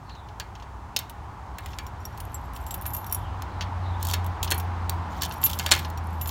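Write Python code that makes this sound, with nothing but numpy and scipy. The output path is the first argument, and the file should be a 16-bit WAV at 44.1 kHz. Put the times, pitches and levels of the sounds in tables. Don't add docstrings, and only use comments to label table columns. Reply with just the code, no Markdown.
import sys
import numpy as np
from scipy import signal
from scipy.fft import rfft, irfft
from scipy.io import wavfile

SR = 44100
rng = np.random.default_rng(int(sys.argv[2]) if len(sys.argv) > 2 else 0)


def put_to_file(sound):
    columns = np.atleast_2d(sound).T
    safe = np.clip(columns, -1, 1)
    whole_steps = np.round(safe * 32767)
    wavfile.write(sys.argv[1], SR, whole_steps.astype(np.int16))


N = 277830
TIME = np.arange(N) / SR
AGE = TIME[:SR // 3]
ATTACK = int(.004 * SR)


def from_db(db):
    return 10 ** (np.asarray(db) / 20)


def rms_one(x):
    return x / np.sqrt(np.mean(x ** 2) + 1e-20)


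def attack_one(x):
    return x / np.sqrt(np.mean(x[:ATTACK] ** 2) + 1e-20)


def add(out, s, sound):
    i = int(np.clip(s * SR, 0, N - 1))
    out[i:i + len(sound)] += sound[:N - i]


def coloured(x, spectrum):
    hz, db = np.transpose(spectrum)
    bins = np.maximum(np.fft.rfftfreq(len(x), 1 / SR), 1)
    gain = from_db(np.interp(np.log(bins), np.log(hz), db))
    return rms_one(irfft(rfft(x) * gain, len(x)))


def drift(rate):
    return rms_one(np.interp(TIME * rate, np.arange(N), rng.standard_normal(N)))


def dying(t60):
    return np.exp(-np.log(1000) * AGE / max(t60, 1e-3))


def damped(after_s, t60=0.027):
    return np.exp(-np.log(1000) * np.maximum(AGE - after_s, 0) / t60)


def crack(spectrum, t60, snap=0.24):
    noise = coloured(rng.standard_normal(len(AGE)), spectrum)
    return attack_one(noise * (dying(t60) + snap * dying(0.0091)))


def ring(modes, spread_db=3):
    out = np.zeros(len(AGE))
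    for hz, db, t60 in modes:
        strength = from_db(db + spread_db * rng.normal())
        out += strength * dying(t60) * np.sin(2 * np.pi * (hz * AGE + rng.random()))
    return attack_one(out)


def grains(spans, per_s, size_db, t60, count=28):
    stroke = np.zeros(N)
    for start, end, db in spans:
        arch = np.clip(4 * (TIME - start) * (end - TIME) / (end - start) ** 2, 0, 1)
        stroke += from_db(db) * np.sqrt(arch)
    sizes = from_db(size_db * np.minimum(rng.exponential(1, N), 3))
    touches = (rng.random(N) < per_s / SR) * sizes
    strengths = rng.normal(size=N) ** 2 * rng.choice([-1, 1], N)
    out, radius = np.zeros(N), from_db(-60 / (t60 * SR))
    for k, hz in enumerate(np.linspace(1500, 15300, count) + rng.uniform(-200, 160, count)):
        w = 2 * np.pi * hz / SR
        hits = touches * np.roll(strengths, k) + 1e-18
        out += signal.lfilter([0, np.sin(w)], [1, -2 * radius * np.cos(w), radius ** 2], hits)
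    return stroke, out


# pitch_hz, relative_level_db
AIR_COLOUR = [(25, -24), (100, -2), (400, 9.5), (1500, -46), (3000, -23), (6500, -13), (9500, -20),
              (10500, -21), (16000, -25)]


def air():
    return from_db(-59) * coloured(rng.standard_normal(N), AIR_COLOUR)


def passing(nearest_s, db, width_s):
    return from_db(db) / np.hypot(1, (TIME - nearest_s) / width_s)


# pitch_hz, relative_level_db
TYRE_COLOUR = [(30, -28), (130, -7.5), (200, -7), (320, -7.5), (480, -12), (650, -7.5), (830, 1),
               (970, 0.5), (1250, -7), (1800, -15), (2600, -22.5), (4500, -29.5), (8000, -41.5),
               (11000, -50)]
RUMBLE_COLOUR = [(20, -24), (33, -17), (48, 0), (65, 6), (100, -2), (130, -8), (180, -23.5), (300, -37),
                 (700, -93)]
DRONE_COLOUR = [(30, -51), (118, 6.5), (145, 0.5), (180, 3), (240, -7), (500, -29), (3000, -92)]
# nearest_s, level_there_db, time_to_fall_3_db_s
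TYRE_PASS = (4.78, -36.5, 1.61)
RUMBLE_SWELL = (3.16, -36, 1.45)
DRONE_SWELL = (5.7, -43.5, 1.44)
# time_s, level_db (before the engine trim)
EXHAUST_FADER = [(0, -50), (2.5, -49.5), (3.3, -36), (3.54, -38), (3.57, -32), (4.29, -25.5), (4.37, -35.5),
                 (4.43, -29), (5.0, -29), (5.06, -35), (5.4, -39.5), (5.43, -33.5), (6.22, -30), (6.3, -32)]
EXHAUST_HZ, DOPPLER_HZ, ABREAST_S, GLIDE_S = 89.65, 10.5, 3.8, 2.2


def traffic(engine_db=-1, waver_db=0.5, overtone_db=-24):
    fader_s, fader_db = np.transpose(EXHAUST_FADER)
    level_db = np.interp(TIME, fader_s, fader_db) + engine_db + waver_db * drift(12)
    receding = (TIME - ABREAST_S) / np.hypot(GLIDE_S, TIME - ABREAST_S)
    hz = (EXHAUST_HZ - DOPPLER_HZ * receding) * (1 + 0.0074 * drift(12))
    phase = 2 * np.pi * np.cumsum(hz) / SR
    note = np.sin(phase) + from_db(overtone_db) * np.sin(2 * phase)
    out = from_db(level_db) * np.sqrt(2) * note
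    layers = ((RUMBLE_SWELL, RUMBLE_COLOUR), (TYRE_PASS, TYRE_COLOUR), (DRONE_SWELL, DRONE_COLOUR))
    for path, colour in layers:
        out += passing(*path) * coloured(rng.standard_normal(N), colour)
    return out


# start_s, first_pitch_hz, level_db (before the bird trim)
BIRD_WHISTLES = [(.05, 4420, -51), (1.54, 4300, -57), (2.16, 3610, -58), (3.14, 3500, -51),
                 (3.48, 4300, -57), (3.8, 4200, -49)]
WHISTLE_S, WHISTLE_FALL = .21, .2


def bird(level_db=-5, blur_hz=190, flutter_db=3):
    out = np.zeros(N)
    blur = blur_hz * drift(600)
    for start, first_hz, db in BIRD_WHISTLES:
        along = np.clip((TIME - start) / WHISTLE_S, 0, 1)
        hz = first_hz * (1 - WHISTLE_FALL * along) + blur
        swell = np.sqrt(np.abs(np.sin(np.pi * along)))
        out += from_db(db + level_db) * swell * np.sin(2 * np.pi * np.cumsum(hz) / SR)
    return out * from_db(flutter_db * drift(66))


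# start_s, contact_name, level_db (before shares)
SINGLE_CLICKS = [(.0947, "tip", -46.5), (.151, "tip", -50.5), (.287, "tip", -48), (.5528, "tip", -45),
                 (.599, "tip", -48), (.6247, "tip", -47), (.99, "pin", -27), (.997, "fob", -41),
                 (1.5848, "fob", -35), (1.6602, "fob", -35.5), (1.733, "tip", -43),
                 (1.7871, "shank", -29.5), (2.8563, "fob", -36.5), (3.422, "plug", -37.5),
                 (4.1121, "blade", -30), (4.4757, "tip", -34), (4.5047, "pin", -25), (4.8955, "pin", -23),
                 (5.2586, "pin", -36), (5.3112, "tip", -36), (5.4316, "tip", -30), (5.5891, "pin", -26),
                 (5.596, "bolt", -24), (5.6628, "bolt", -21.5), (5.6912, "shank", -31),
                 (5.7109, "plug", -27), (5.848, "tip", -34), (5.9012, "pin", -42), (6.259, "plug", -37.5),
                 (6.2924, "blade", -31)]
# start_s, contact_name, level_db, gap_s, second_level_db (levels before shares)
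DOUBLE_CLACKS = [(0.3993, "shank", -28.5, 0.005, -36), (.964, "blade", -18.5, .0035, -20),
                 (3.6093, "tip", -29, 0.012, -35), (4.137, "plug", -23, 0.0033, -25),
                 (4.5125, "plug", -21, 0.0075, -19), (5.2209, "plug", -23, .0133, -26.5),
                 (5.7146, "bolt", -12.5, 0.0051, -10)]
PINS_START_S, FIRST_PIN_GAP_S, PIN_GAP_RATIO = 4.0279, .0227, .85
PIN_DB, PIN_FADE_DB = -28, 1
CHATTER_START_S, CHATTER_GAP_S, CHATTER_DB, CHATTER_FADE_DB = 5.7238, .013, -19.5, 3.5


def contacts():
    blows = list(SINGLE_CLICKS)
    for s, kind, db, gap, second_db in DOUBLE_CLACKS:
        blows += [(s, kind, db), (s + gap, kind, second_db)]
    for k in range(6):
        elapsed = FIRST_PIN_GAP_S * (1 - PIN_GAP_RATIO ** k) / (1 - PIN_GAP_RATIO)
        blows.append((PINS_START_S + elapsed, "pin", PIN_DB - PIN_FADE_DB * k))
    for k in range(6):
        blows.append((CHATTER_START_S + CHATTER_GAP_S * k, "bolt", CHATTER_DB - CHATTER_FADE_DB * k))
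    return blows


CONTACT_KINDS = {"tip": (-5, 0, -26, 0.9, 0.0559), "shank": (-5.5, -1, -13, 1, 0),
                 "blade": (-19.5, 0, -7.5, 0.95, 0.01), "pin": (-18, -5.5, 0, 1.14, .014),
                 "plug": (-9, 0, -2.5, 1, -0.01), "bolt": (-5, -1, -5.5, 1.0, 0.0333),
                 "fob": (-2, -5, -3, 1.1, -0.03)}
# pitch_hz (before seating), relative_level_db, t60_s
CYLINDER_MODES = [(2300, -19, 0.12), (2870, -30, 0.042), (3160, -3, 0.08), (3860, -27, 0.042),
                  (3800, -5, 0.12), (4360, 5.5, 0.075), (4670, -20, 0.076), (5110, -4, 0.02),
                  (5400, 3, 0.056), (6440, -0.5, 0.045), (6820, -12, 0.082), (6950, 1, 0.026)]
# pitch_hz, relative_level_db, t60_s
HOLLOW_FRAME_MODES = [(1447, 2.5, 0.027), (1498, 2.5, 0.058), (1710, 0.5, 0.091), (1920, 1, 0.032),
                      (2130, -10, .22), (2340, -6.5, 0.17)]
# pitch_hz, relative_level_db
FRAME_COLOUR = [(100, -4.5), (300, -21), (600, -2.5), (1100, -2), (1600, 0), (2400, 0), (3300, -2),
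                (6000, -22.5)]
CYLINDER_COLOUR = [(1000, -11.5), (2200, -16.5), (3200, 8.5), (4400, 0.5), (7200, -2), (9000, -35),
                   (13000, -28)]
EDGE_COLOUR = [(4000, -20), (7000, 3.5), (9700, -1), (10800, 2), (12800, 4), (16000, 4.5)]


def key_and_lock(frame_db=-1.0, cylinder_db=-2.0, edge_db=0, frame_ring_db=-7, cylinder_ring_db=-7,
                 heavy_db=-33):
    out = np.zeros(N)
    for s, kind, level in contacts():
        *shares_db, pitch, click_t60 = CONTACT_KINDS[kind]
        frame, cylinder, edge = level + np.array(shares_db)

        knock = crack(FRAME_COLOUR, t60=0.068) + from_db(frame_ring_db) * ring(HOLLOW_FRAME_MODES)

        seating = 1 + rng.uniform(-0.048, 0.05)
        seated_modes = [(hz * seating, db, t60) for hz, db, t60 in CYLINDER_MODES]
        click = crack([(hz * pitch, db) for hz, db in CYLINDER_COLOUR], click_t60)
        click = click + from_db(cylinder_ring_db) * ring(seated_modes)

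        dulling = max(frame - heavy_db, 0)
        snap = crack([(hz, db - dulling * (hz > 10200)) for hz, db in EDGE_COLOUR], t60=0.023)

        blow = from_db(frame + frame_db) * attack_one(knock)
        blow += from_db(cylinder + cylinder_db) * attack_one(click)
        blow += from_db(edge + edge_db) * snap
        add(out, s, blow)
    return out


# start_s, end_s, level_db (of the
SCRAPES = [(.99, 1.024, -57), (1.617, 1.762, -57), (3.998, 4.08, -49.5), (4.078, 4.16, -37.5),
           (4.496, 4.568, -57), (5.095, 5.22, -55.5), (5.21, 5.267, -35.5), (5.42, 5.562, -46),
           (5.575, 5.712, -48), (5.74, 5.87, -53)]


def scraping(bright_db=-7):
    stroke, slips = grains(SCRAPES, per_s=1200, size_db=1.0, t60=0.0078)
    return stroke * (coloured(slips, CYLINDER_COLOUR) + from_db(bright_db) * coloured(slips, EDGE_COLOUR))


BENDING_MODES = { "long": [(2820, -26), (5630, -28), (7060, -14.5), (9960, -8.5), (12652, 1), (12715, -13),
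                 (13390, -9), (14785, -7.5)], "short": [(5630, -9.5), (6950, -12), (10090, 1.5),
                 (11800, -13), (12780, 5), (13420, -12.5), (14850, 1)], "split ring": [(5630, 3),
                 (7100, -2), (10050, -17), (12700, -5), (14850, -14)], "flat": [(5810, -9.5), (7620, 6),
                 (11400, -1.5), (12400, 3.5), (13450, -20), (14850, -17)]}


def key_ring(key, t60):
    return ring([(hz, db, t60) for hz, db in BENDING_MODES[key]], spread_db=3.5)


# start_s, key_name, ring_level_db, tick_level_db (before the tick trim)
KEY_KNOCKS = [(1.0963, "short", -44, -42.5), (1.866, "split ring", -46, -47),
              (2.053, "split ring", -35, -48.5), (2.176, "short", -50, -46), (2.2027, "short", -41, -40.5),
              (2.3438, "flat", -33.5, -58), (2.5347, "short", -51, -51), (2.5623, "long", -55, -40.5),
              (2.665, "flat", -40.5, -43.5), (2.7083, "flat", -34, -36), (2.7417, "short", -30, -38),
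              (2.821, "short", -40, -55), (2.863, "long", -29.5, -44), (2.935, "long", -31.5, -58),
              (2.9477, "short", -29.5, -43), (2.966, "long", -33.5, -47), (3.0654, "short", -40, -47),
              (3.0973, "split ring", -46, -54), (3.112, "short", -42, -48), (3.125, "short", -22.5, -49),
              (3.1464, "short", -25, -50), (4.2443, "short", -52, -45.5), (4.2638, "short", -43.5, -42),
              (4.4291, "short", -35, -24), (4.4446, "short", -42, -31), (4.544, "short", -35, -44),
              (4.5794, "short", -32.5, -51), (4.5992, "short", -37, -39.5), (5.3224, "short", -42, -41),
              (5.338, "short", -43, -45.5), (5.4147, "long", -39, -45), (5.463, "short", -28, -25.5),
              (5.499, "long", -46, -32), (5.513, "short", -42, -38), (5.5322, "short", -46, -31),
              (5.7922, "short", -40, -36), (5.975, "split ring", -44.5, -43), (6.213, "long", -31, -38),
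              (6.274, "long", -31, -42)]
HELD_KEY_T60 = {"long": 0.13, "short": 0.041, "split ring": 0.038, "flat": 0.077}
# pitch_hz, relative_level_db
TICK_COLOUR = [(900, -10), (2000, -0.5), (3000, 13), (5000, 6), (8000, 6), (12500, -2.5), (16000, 11)]
# pitch_hz, relative_level_db
SPLASH_COLOUR = [(5000, -15.5), (8800, -9.5), (10000, -1.5), (10900, -11), (12700, 3), (13500, -8),
                 (14200, -13), (14900, -28), (16000, -11)]


def keys(contact_db=3.0, overtones_db=-7, tick_t60=0.046, overtones_t60=0.046):
    out = np.zeros(N)
    next_knocks = [row[0] for row in KEY_KNOCKS[1:]] + [N / SR]
    for (s, key, level, tick), stop in zip(KEY_KNOCKS, next_knocks):
        chime = from_db(level) * key_ring(key, HELD_KEY_T60[key]) * damped(stop - s)
        touch = from_db(tick + contact_db) * crack(TICK_COLOUR, tick_t60)
        overtones = from_db(level + overtones_db) * crack(SPLASH_COLOUR, overtones_t60)
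        add(out, s, chime + touch + overtones)
    return out


# start_s, end_s, level_db (of the rattle; the jingle trims it)
BUNCH_SHIFTS = [(1.55, 1.9, -65), (2.0, 2.49, -63), (2.521, 3.2, -54), (4.42, 4.648, -59),
                (5.282, 5.428, -53), (5.42, 5.56, -42.5), (5.56, 5.92, -55), (6.029, 6.297, -62)]


def rattle():
    stroke, touches = grains(BUNCH_SHIFTS, per_s=80, size_db=6.5, t60=0.011)
    return stroke * coloured(touches, SPLASH_COLOUR)


def jingle(level_db=-3, spread_db=3, tick_db=-4, t60=0.11, gap_s=.028):
    out, names = np.zeros(N), list(BENDING_MODES)
    for start, end, db in BUNCH_SHIFTS:
        for s in np.arange(start, end - gap_s, gap_s):
            brush = key_ring(rng.choice(names), t60) + from_db(tick_db) * crack(SPLASH_COLOUR, t60=0.029)
            strength = from_db(db + level_db + spread_db * rng.normal())
            add(out, s + gap_s * rng.random(), strength * brush)
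    return out


# start_s, level_db (before the soft onset)
LEAF_THUDS = [(4.139, -46), (4.515, -36.5), (5.221, -44), (5.715, -41)]
# pitch_hz, relative_level_db, t60_s
DOOR_LEAF_MODES = [(128, 0, 0.25), (255, -17, 0.18), (348, -2, 0.19), (436, -1.5, 0.16), (525, -9, 0.21)]


def door_leaf():
    out = np.zeros(N)
    for s, db in LEAF_THUDS:
        add(out, s, from_db(db) * ring(DOOR_LEAF_MODES) * (1 - dying(0.014)))
    return out


SQUEAK_S, SQUEAK_HOLD_S, SQUEAK_DB, SQUEAK_TICK_DB = 5.4387, 0.023, -17, -25


def squeak(t60=.9):
    out = np.zeros(N)
    modes = [(hz, db, t60) for hz, db in BENDING_MODES["long"]]
    song = ring(modes, spread_db=2) * damped(SQUEAK_HOLD_S)
    tick = crack(SPLASH_COLOUR, t60=0.035)
    add(out, SQUEAK_S, from_db(SQUEAK_DB) * song + from_db(SQUEAK_TICK_DB) * tick)
    return out


# pitch_hz, relative_level_db
PORCH_COLOUR = [(200, 6), (1000, 6), (2300, 8.5), (4000, -0.5), (8000, -5.5), (15000, -7.0)]
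PORCH_T60_S, PORCH_DB = 0.24, -14.5


def porch(x):
    tail = coloured(rng.standard_normal(len(AGE)), PORCH_COLOUR)
    tail *= dying(PORCH_T60_S) * (1 - np.exp(-AGE / 0.00072))
    return x + from_db(PORCH_DB) * signal.fftconvolve(x, tail / np.linalg.norm(tail))[:N]


def scene():
    door = key_and_lock() + scraping() + door_leaf()
    bunch = keys() + rattle() + jingle() + squeak()
    return (air() + traffic() + porch(bird() + door + bunch))[None]


def record(dry):
    top_cut = signal.ellip(10, .2, 80, 15900, fs=SR, output="sos")
    return signal.sosfilt(top_cut, np.clip(dry, -1, 1))


dry = scene()
out = record(dry)
put_to_file(out)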